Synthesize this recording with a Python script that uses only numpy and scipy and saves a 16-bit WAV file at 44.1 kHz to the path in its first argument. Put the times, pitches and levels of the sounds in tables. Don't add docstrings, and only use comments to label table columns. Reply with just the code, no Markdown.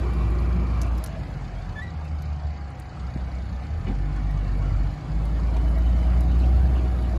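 import sys
import numpy as np
from scipy import signal
from scipy.io import wavfile
from scipy.ndimage import uniform_filter1d

SR = 44100
rng = np.random.default_rng(int(sys.argv[2]) if len(sys.argv) > 2 else 0)


def volts(x):
    e = np.asarray(x, float) / 20
    return 10 ** e


def put_to_file(sound):
    columns = np.atleast_2d(sound).T
    safe = np.clip(columns, -1, 1)
    whole_steps = np.round(safe * 32767)
    wavfile.write(sys.argv[1], SR, whole_steps.astype(np.int16))


N = 316638
T = np.arange(N) / SR
ROAR_DB, ROAR_SHARE = -36.5, 0.93

# time_s, throttle_db, nearness_db
DRIVING = [(0, -1.5, 2.5), (.96, -1.5, 0), (1.04, -19, -2.5), (1.4, -21, -6), (1.7, -15.5, -6),
           (1.86, -25, -7.5), (2.1, -7, -8), (2.55, -11.5, -11), (2.88, -28, -10.5), (3.1, -1, -5.5),
           (3.7, -11, -6), (3.95, -7, -4.5), (4.86, -2, -1), (5.02, -31, -6), (5.15, -4, -2),
           (5.3, -2.5, -0.5), (5.55, -1.5, 1.5), (5.82, 3, 1.5), (6.55, 3, 4.5), (7.18, -4, 2.5)]
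# time_s, pitch_hz, level_db
SQUEAL = [
    (1.75, 1720, -52),
    (1.765, 1735, -41),
    (1.79, 1738, -37),
    (1.814, 1760, -44),
    (1.82, 1930, -38),
    (1.832, 1955, -35),
    (1.848, 1950, -39),
    (1.885, 1942, -48),
    (1.93, 1940, -60),
]


def evened(x):
    return x / np.sqrt(np.mean(x ** 2) + 1e-20)


def curves(rows, t):
    s, *columns = np.transpose(rows)
    return [np.interp(t, s, c) for c in columns]


def add(mix, s, sound):
    part = mix[round(s * SR):][:len(sound)]
    part += sound[:len(part)]


def drift(hz, t=T):
    steps = uniform_filter1d(rng.standard_normal(2000), size=3)
    return evened(np.interp(t * hz * 3, np.arange(2000), steps))


def ring(x, hz, width):
    pole = np.exp((2j * np.pi * hz - np.pi * width) / SR)
    return 2 * signal.lfilter([1 - abs(pole)], [1, -pole], x).real


def resonance(x, hz, width):
    return evened(ring(ring(x, hz, width), hz, width))


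def noise(spectrum, patchy_db, size, streak_db=0):
    hz = np.fft.rfftfreq(size, 1 / SR)
    a, b, patches = rng.standard_normal((4 * N // size + 8, len(hz), 3)).T
    streaks = evened(uniform_filter1d(patches[::-1], size=24, axis=1))
    patches = uniform_filter1d(patches, size=8, axis=0)
    patches = evened(uniform_filter1d(patches, size=6, axis=1))
    f, db = np.transpose(spectrum)
    shape = np.interp(np.log(hz + 1), np.log(f + 1), db)[:, None]
    z = (a + 1j * b) * volts(shape + patchy_db * patches + streak_db * streaks)
    return evened(signal.istft(z, nperseg=size, noverlap=3 * size // 4)[1][:N])


def puffs(turns, decay, spread_db):
    strength = volts(spread_db * rng.standard_normal(1000))[turns.astype(int)]
    phase = turns % 1
    return evened(strength * phase * np.exp(-phase / decay))


def truck():
    # frequency_hz, density_db
    roar_spectrum = [(41, -44), (66, -8), (86, -12.5), (107, -18.5), (183, -17), (280, -19.5), (346, -24),
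                     (438, -31.5), (620, -27), (810, -53), (1360, -120)]
    # frequency_hz, density_db
    clatter_spectrum = [(260, -45), (450, -2.5), (586, -8.5), (638, -2), (694, 0), (755, -6.5), (852, -7.5),
                        (1140, -5.5), (1670, -12), (2370, -16), (3240, -21), (4600, -22.5), (5920, -30.5),
                        (6840, -29.5), (8000, -34.5), (10400, -49.5), (17600, -120)]
    tones, turns = exhaust()
    near_db = curves(DRIVING, T)[1]

    roar = noise(roar_spectrum, patchy_db=1.5, size=2048)
    roar *= evened(1 + .35 * puffs(turns, .25, spread_db=1.5))
    lurch_db = 0.1 * drift(3)
    roar *= volts(ROAR_DB + ROAR_SHARE * near_db + lurch_db)

    knock = evened(4.5 + 0.19 * puffs(turns, 0.13, spread_db=9.0)) * volts(0.72 * drift(hz=14))
    clatter = noise(clatter_spectrum, patchy_db=2.0, size=1024, streak_db=3.5) * knock
    clatter *= volts(-45 + 0.43 * near_db)
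    return tones + roar + clatter


def exhaust():
    # time_s, rate_hz
    speed = [(0, 60.4), (.3, 58.34), (.58, 60.8), (.98, 57.6), (1.06, 55.8), (1.42, 47.5), (1.64, 44.78),
             (1.9, 38.4), (2.5, 36.6), (2.86, 32.9), (3.58, 31.9), (3.76, 39.6), (3.96, 47.7), (4.2, 50.6),
             (4.44, 48.2), (4.88, 48), (5.02, 50.6), (5.16, 52.42), (5.38, 56.58), (5.6, 56.1),
             (5.92, 59.14), (6.3, 60.56), (6.66, 63.7), (6.94, 61.07), (7.18, 59.2)]
    # frequency_hz, gain_db
    pipe = [(32, -28), (36.5, -28), (40, -8), (45, 0.5), (60, 0.5), (80, 6.5), (112, -14.5), (150, -2),
            (185, -9.5), (250, -25)]
    # multiple of firing, full_throttle_db, share of throttle followed, reverse_gain_db
    orders_low = [(1, -21.5, 0.71, 0.5), (2, -29.5, 0.58, 1), (3, -40.5, 0.13, 7.5), (4, -36.5, 0.26, -3)]
    # multiple of firing, level_db over the 3rd order
    orders_high = [(5, -14), (6, -13.5), (7, -19.5)]
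    # multiple of firing, level_db over the roar
    orders_weak = [(7 / 6, -13), (8 / 6, 0), (9 / 6, 0), (10 / 6, -5), (11 / 6, -1), (13 / 6, -12),
                   (14 / 6, -6), (16 / 6, 0), (17 / 6, -7), (20 / 6, -14), (21 / 6, -12), (23 / 6, -14),
                   (27 / 6, -13), (33 / 6, -13)]
    weak_db, reverse_s, engage_s = -2.5, 3.28, 0.23

    t = np.arange(N // 10 + 1) * 10 / SR
    hz = curves(speed, t)[0]
    throttle_db, near_db = curves(DRIVING, t)
    reverse = np.clip((t - reverse_s) / engage_s, 0, 1)
    turns = np.cumsum(hz * (1 + .004 * drift(15, t))) * 10 / SR

    orders = []
    for k, db, share, gain_db in orders_low:
        orders.append((k, db + share * throttle_db + gain_db * reverse + curves(pipe, k * hz)[0]))
    third_db = orders[2][1]
    for k, db in orders_high:
        orders.append((k, third_db + db + 2.0 * drift(3.6, t)))

    boom = 0
    for k, db in orders:
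        flutter_db = (.6 if k == 1 else 1.4) * drift(9, t)
        throb = 1 + (.1 if k == 1 else .35) * np.cos(2 * np.pi * turns / 6 + k + drift(1, t))
        boom += volts(db + flutter_db) * throb * np.cos(2 * np.pi * k * turns - 2 / k)
    weak = 0
    for k, db in orders_weak:
        weak += volts(db + 3.5 * drift(2, t)) * np.cos(2 * np.pi * (k * turns + rng.random()))
    tones = np.sqrt(2) * boom + volts(ROAR_DB + weak_db + ROAR_SHARE * near_db) * weak
    return signal.resample_poly(tones, up=10, down=1)[:N], np.interp(T, t, turns)


def tailgate():
    # frequency_hz, level_db, t60_s
    gate_modes = [(205, -28.5, 0.24), (265, -29.5, 0.18), (342.1, -31, 0.079), (517, -40, 0.14),
                  (790, -33.5, .14), (1120, -44, 0.11), (1990, -43, .08), (2260, -41, 0.072),
                  (2930, -40, .05), (3600, -47, 0.045), (4317, -52, .04)]
    # start_s, level_db, upper_modes_db
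    impacts = [
        (3.868, -5, 5),
        (3.884, 0, -6),
        (3.909, -3, -8),
    ]
    out, t = np.zeros(N), T[:SR // 4]
    for s, db, upper_db in impacts:
        rings = 0
        for hz, rel_db, t60 in gate_modes:
            decay_db = rel_db + (hz > 1000) * upper_db - 60 * t / t60
            rings += volts(decay_db) * np.sin(2 * np.pi * hz * t)
        add(out, s, volts(db) * np.minimum(t / 0.0025, 1) * rings)
    return out


def knocks():
    # start_s, end_s, frequency_hz, width_hz, level_db
    hums = [(0, .7, 360, 33, -42.5), (0, 1.033, 1120, 280, -46), (0, 0.598, 1930, 46, -58.5),
            (0, 0.912, 2310, 190, -56), (0, 1.193, 2240, 930, -60), (0, 0.46, 1380, 51, -63),
            (4, 5.5, 2230, 33, -64), (5.4, 7.8, 2272, 75.2, -76), (5.5, 6.2, 3009, 69.4, -60.5),
            (4.5, 8.7, 950, 54, -60), (3.5, 5.0, 1760, 54.2, -61.5), (5.5, 7.18, 640, 25.7, -50.5),
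            (6, 7.18, 747, 40.2, -47.5)]
    # start_s, length_s, frequency_hz, width_hz, level_db
    jolts = [(0, .085, 395, 69, -39), (.2, .15, 108, 25, -33), (.5, .17, 179, 32, -34.5),
             (2.732, .062, 533, 25, -49.5), (3.87, .05, 205, 40, -44), (4.625, .13, 85, 48, -28.5),
             (5.67, .06, 10500, 2500, -65), (6.1, .05, 2000, 900, -54), (6.25, .27, 317, 110, -43),
             (6.396, .02, 4200, 600, -54), (6.425, .035, 2660, 350, -52), (6.6, .16, 125, 50, -33),
             (6.721, .17, 328, 80, -38), (6.74, .07, 2760, 690, -51)]
    # start_s, rise_s, level_db, upper_panels_db
    clanks = [
        (3.865, .018, -3, 4),
        (5.563, .006, -8, 11),
    ]
    # frequency_hz, width_hz, level_db
    body_modes = [(240, 160, -35), (780, 120, -45), (1500, 700, -55), (2300, 700, -54), (3400, 800, -59)]
    # centre_s, peak_db, half_width_s
    bumps = [
        (3.1625, -19, .0012),
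    ]

    out, shake = np.zeros(N), rng.standard_normal(N)
    hum_lengths = [(start, end - start, *rest) for start, end, *rest in hums]
    for start, length, hz, width, db in hum_lengths + jolts:
        part = shake[round(start * SR):][:round(length * SR)]
        fade = signal.windows.tukey(len(part), min(.5, .08 / length))
        add(out, start, volts(db) * resonance(part, hz, width) * fade)
    for s, rise, db, upper_db in clanks:
        part, u = rng.standard_normal(SR // 5), T[:SR // 5] / rise
        body = 0
        for hz, width, rel_db in body_modes:
            body += volts(rel_db + (hz > 500) * upper_db) * resonance(part, hz, width)
        add(out, s, volts(db) * u * np.exp(1 - u) * body)
    for s, db, width in bumps:
        u = (T - s) / width
        out += volts(db) * (1 - u ** 2) * np.exp(-u ** 2 / 2)
    return out


def brake():
    # multiple, level_db
    overtones = [(1, 0), (2, -18), (3, -33), (4, -29), (5, -38), (6, -36)]
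    t = np.arange(SQUEAL[0][0], SQUEAL[-1][0], 1 / SR)
    hz, db = curves(SQUEAL, t)
    turns = np.cumsum(hz * (1 + 0.0018 * drift(60, t))) / SR
    depth = np.interp(t, [1.84, 1.85], [0, .45])
    stutter = 1 - depth * (1 + np.cos(2 * np.pi * 85 * (t - 1.851)))
    overtone_db = np.minimum(db + 34, 0) / 2
    octave_db = np.interp(t, [1.81, 1.825, 1.865, 1.88, 1.905, 1.915], [1, 0, -2, 10, 11, 0])
    tone = 0
    for k, rel_db in overtones:
        order_db = rel_db + (k > 2) * overtone_db + (k == 2) * octave_db
        tone += volts(order_db) * np.cos(2 * np.pi * k * turns)
    level = np.sqrt(2) * volts(db + 2.2 * drift(70.3, t))
    return level * stutter * tone * signal.windows.tukey(len(t), .1)


def stubble():
    # frequency_hz, density_db
    rustle_spectrum = [(5000, -41), (7500, -27.5), (8400, -13), (9000, -7), (9900, -2.5), (12200, -7),
                       (13300, -11), (13900, -56), (16000, -80.5)]
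    # start_s, peak_db, upper_ring_hz, lower_ring_db
    snaps = [(.1346, -43, 10600, -18), (.304, -45, 10100, -7), (.4005, -48, 10980, -10),
             (0.816, -32.5, 9700, 7), (0.832, -51, 8800, 17), (.8654, -46, 8000, -20),
             (.977, -40, 11500, -6), (0.982, -45, 11500, 8), (1.0396, -24, 10100, -3),
             (1.0447, -29, 11200, -12), (1.061, -38.5, 11000, 10.5), (1.0724, -48.5, 9640, 15),
             (1.3119, -57, 11500, -10), (2.0507, -51, 10300, -5), (2.221, -41.5, 11470, 2),
             (2.7038, -50, 8500, -13), (2.7487, -61, 8650, -6), (2.7982, -35, 8800, -26),
             (3.2894, -57, 10150, -4), (4.129, -61, 8037, 2.5), (4.162, -53, 8130, 11),
             (4.2328, -57, 10990, -5), (4.2921, -57, 10900, -5), (4.3101, -48, 11000, -2),
             (4.3485, -58, 10500, -5), (4.8753, -54, 12500, -7), (5.2525, -41, 10090, -15),
             (5.5447, -53, 11530, -3), (5.5672, -49, 10000, 11), (5.657, -54, 12000, -9),
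             (5.778, -54, 13000, -12), (5.7848, -43, 12100, -16), (6.207, -36, 10620, 1),
             (6.2357, -49, 10710, -13), (6.3906, -46, 9976, -2), (6.571, -50, 12980, -7.5),
             (7.0252, -47, 9620, -7), (.8212, -41.5, 9700, 11)]
    # peak_db, t60_s
    snap_decay = [(-57, 0.013), (-46, 0.027), (-32, 0.021)]
    crack_db, crack_s = 5, .0005

    near_db = curves(DRIVING, T)[1]
    grains = volts(3.5 * rng.exponential(1, N)) * (rng.random(N) < 150 / SR)
    crackle = evened(uniform_filter1d(signal.lfilter([1], [1, -.99], grains), size=40))
    rustle = noise(rustle_spectrum, patchy_db=1.5, size=512, streak_db=2.0)
    rustle *= volts(-71.5 + .5 * near_db) * evened(1 + 0.28 * crackle)
    coarse = uniform_filter1d(rustle, size=3)
    out = coarse + (rustle - coarse) * volts(.65 * near_db)

    t = np.arange(3000) / SR
    for s, db, hz, low_db in snaps:
        burst = rng.standard_normal(3000)
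        rings = resonance(burst, hz, 3500) + volts(low_db) * resonance(burst, 6000, 3800)
        decay = volts(db - 9.5 - 60 * t / curves(snap_decay, db)[0])
        add(out, s, decay * rings * np.minimum(t / 0.00026, 1))
        crack = evened(np.diff(burst, n=4, prepend=np.zeros(4)))
        add(out, s, volts(db - 10.5 + crack_db) * np.exp(-t / crack_s) * crack)
    return out


def idler():
    # frequency_hz, density_db
    wash_spectrum = [(40, -7), (80, -4.5), (150, 6.5), (190, -15), (300, -18), (500, -28), (790, -21.5),
                     (1000, -22.5), (2300, -27), (3360, -49.5), (4600, -41.5), (7000, -51), (8200, -64),
                     (12000, -100)]
    # frequency_hz, width_hz, level_db
    valve_rings = [(4480, 1200, 0.5), (6330, 2200, -6), (2220, 110, -7)]
    # frequency_hz, level_db
    gear_whines = [(170, -50), (737.5, -55), (808, -55), (2918, -74), (2977, -75), (1650, -72)]
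    turns = 28.33 * T + .16
    ticks = puffs(turns, .13, spread_db=2) * noise([(7300, 0), (8200, -40)], patchy_db=1.5, size=512)
    valves = sum(volts(db) * resonance(ticks, hz, width) for hz, width, db in valve_rings)
    wash = noise(wash_spectrum, patchy_db=2.5, size=1024, streak_db=3)
    wash *= evened(-1.5 + 0.072 * puffs(turns, 0.25, spread_db=5))
    whine = 0
    for hz, db in gear_whines:
        phase = 2 * np.pi * np.cumsum(hz + .7 * drift(4)) / SR
        whine += volts(db + 1.3 * drift(5)) * np.cos(phase)
    return volts(-40) * wash + volts(-65.5) * valves + np.sqrt(2) * whine


def scene():
    mix = truck() + tailgate() + knocks() + stubble() + idler()
    add(mix, SQUEAL[0][0], brake())
    return mix[None]


def thinned(x):
    # frequency_hz, share of the time
    silenced = [(2900, 0), (3300, .03), (3700, 0), (5500, .01), (6000, .05), (7400, .02), (8500, .3),
                (9500, .05), (12000, .08), (13300, .3), (13800, .86), (16000, .88)]
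    hz, _, z = signal.stft(np.pad(x, (0, 2048), "reflect"), SR, nperseg=1024, boundary="even")
    power = uniform_filter1d(abs(z) ** 2, size=6, axis=0)
    power = uniform_filter1d(power, size=6, axis=1)
    level = np.log(power + 1e-30)
    calm = np.minimum(level, np.median(level, axis=1)[:, None] + 1)
    level -= .75 * uniform_filter1d(calm, size=60, axis=1)
    rank = level.argsort(axis=1).argsort(axis=1) / level.shape[1]
    kept = rank >= np.interp(hz, *np.transpose(silenced))[:, None]
    return signal.istft(z * kept, SR, nperseg=1024)[1][:N]


def band_limit(x):
    return signal.sosfilt(signal.butter(12, 15390, fs=SR, output="sos"), x)


def record(dry):
    high_pass = signal.butter(4, 35, "high", fs=SR, output="sos")
    steady = signal.sosfilt(high_pass, dry[0])
    rounded = .7 * np.tanh(steady / .7)
    low_pass = signal.ellip(8, .1, 50, 15300, fs=SR, output="sos")
    limited = signal.sosfiltfilt(low_pass, thinned(rounded))
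    closing = np.sin(np.pi / 2 * np.minimum(T[::-1] / .006, 1)) ** 2
    return band_limit((limited * closing)[None])


dry = scene()
out = record(dry)
put_to_file(out)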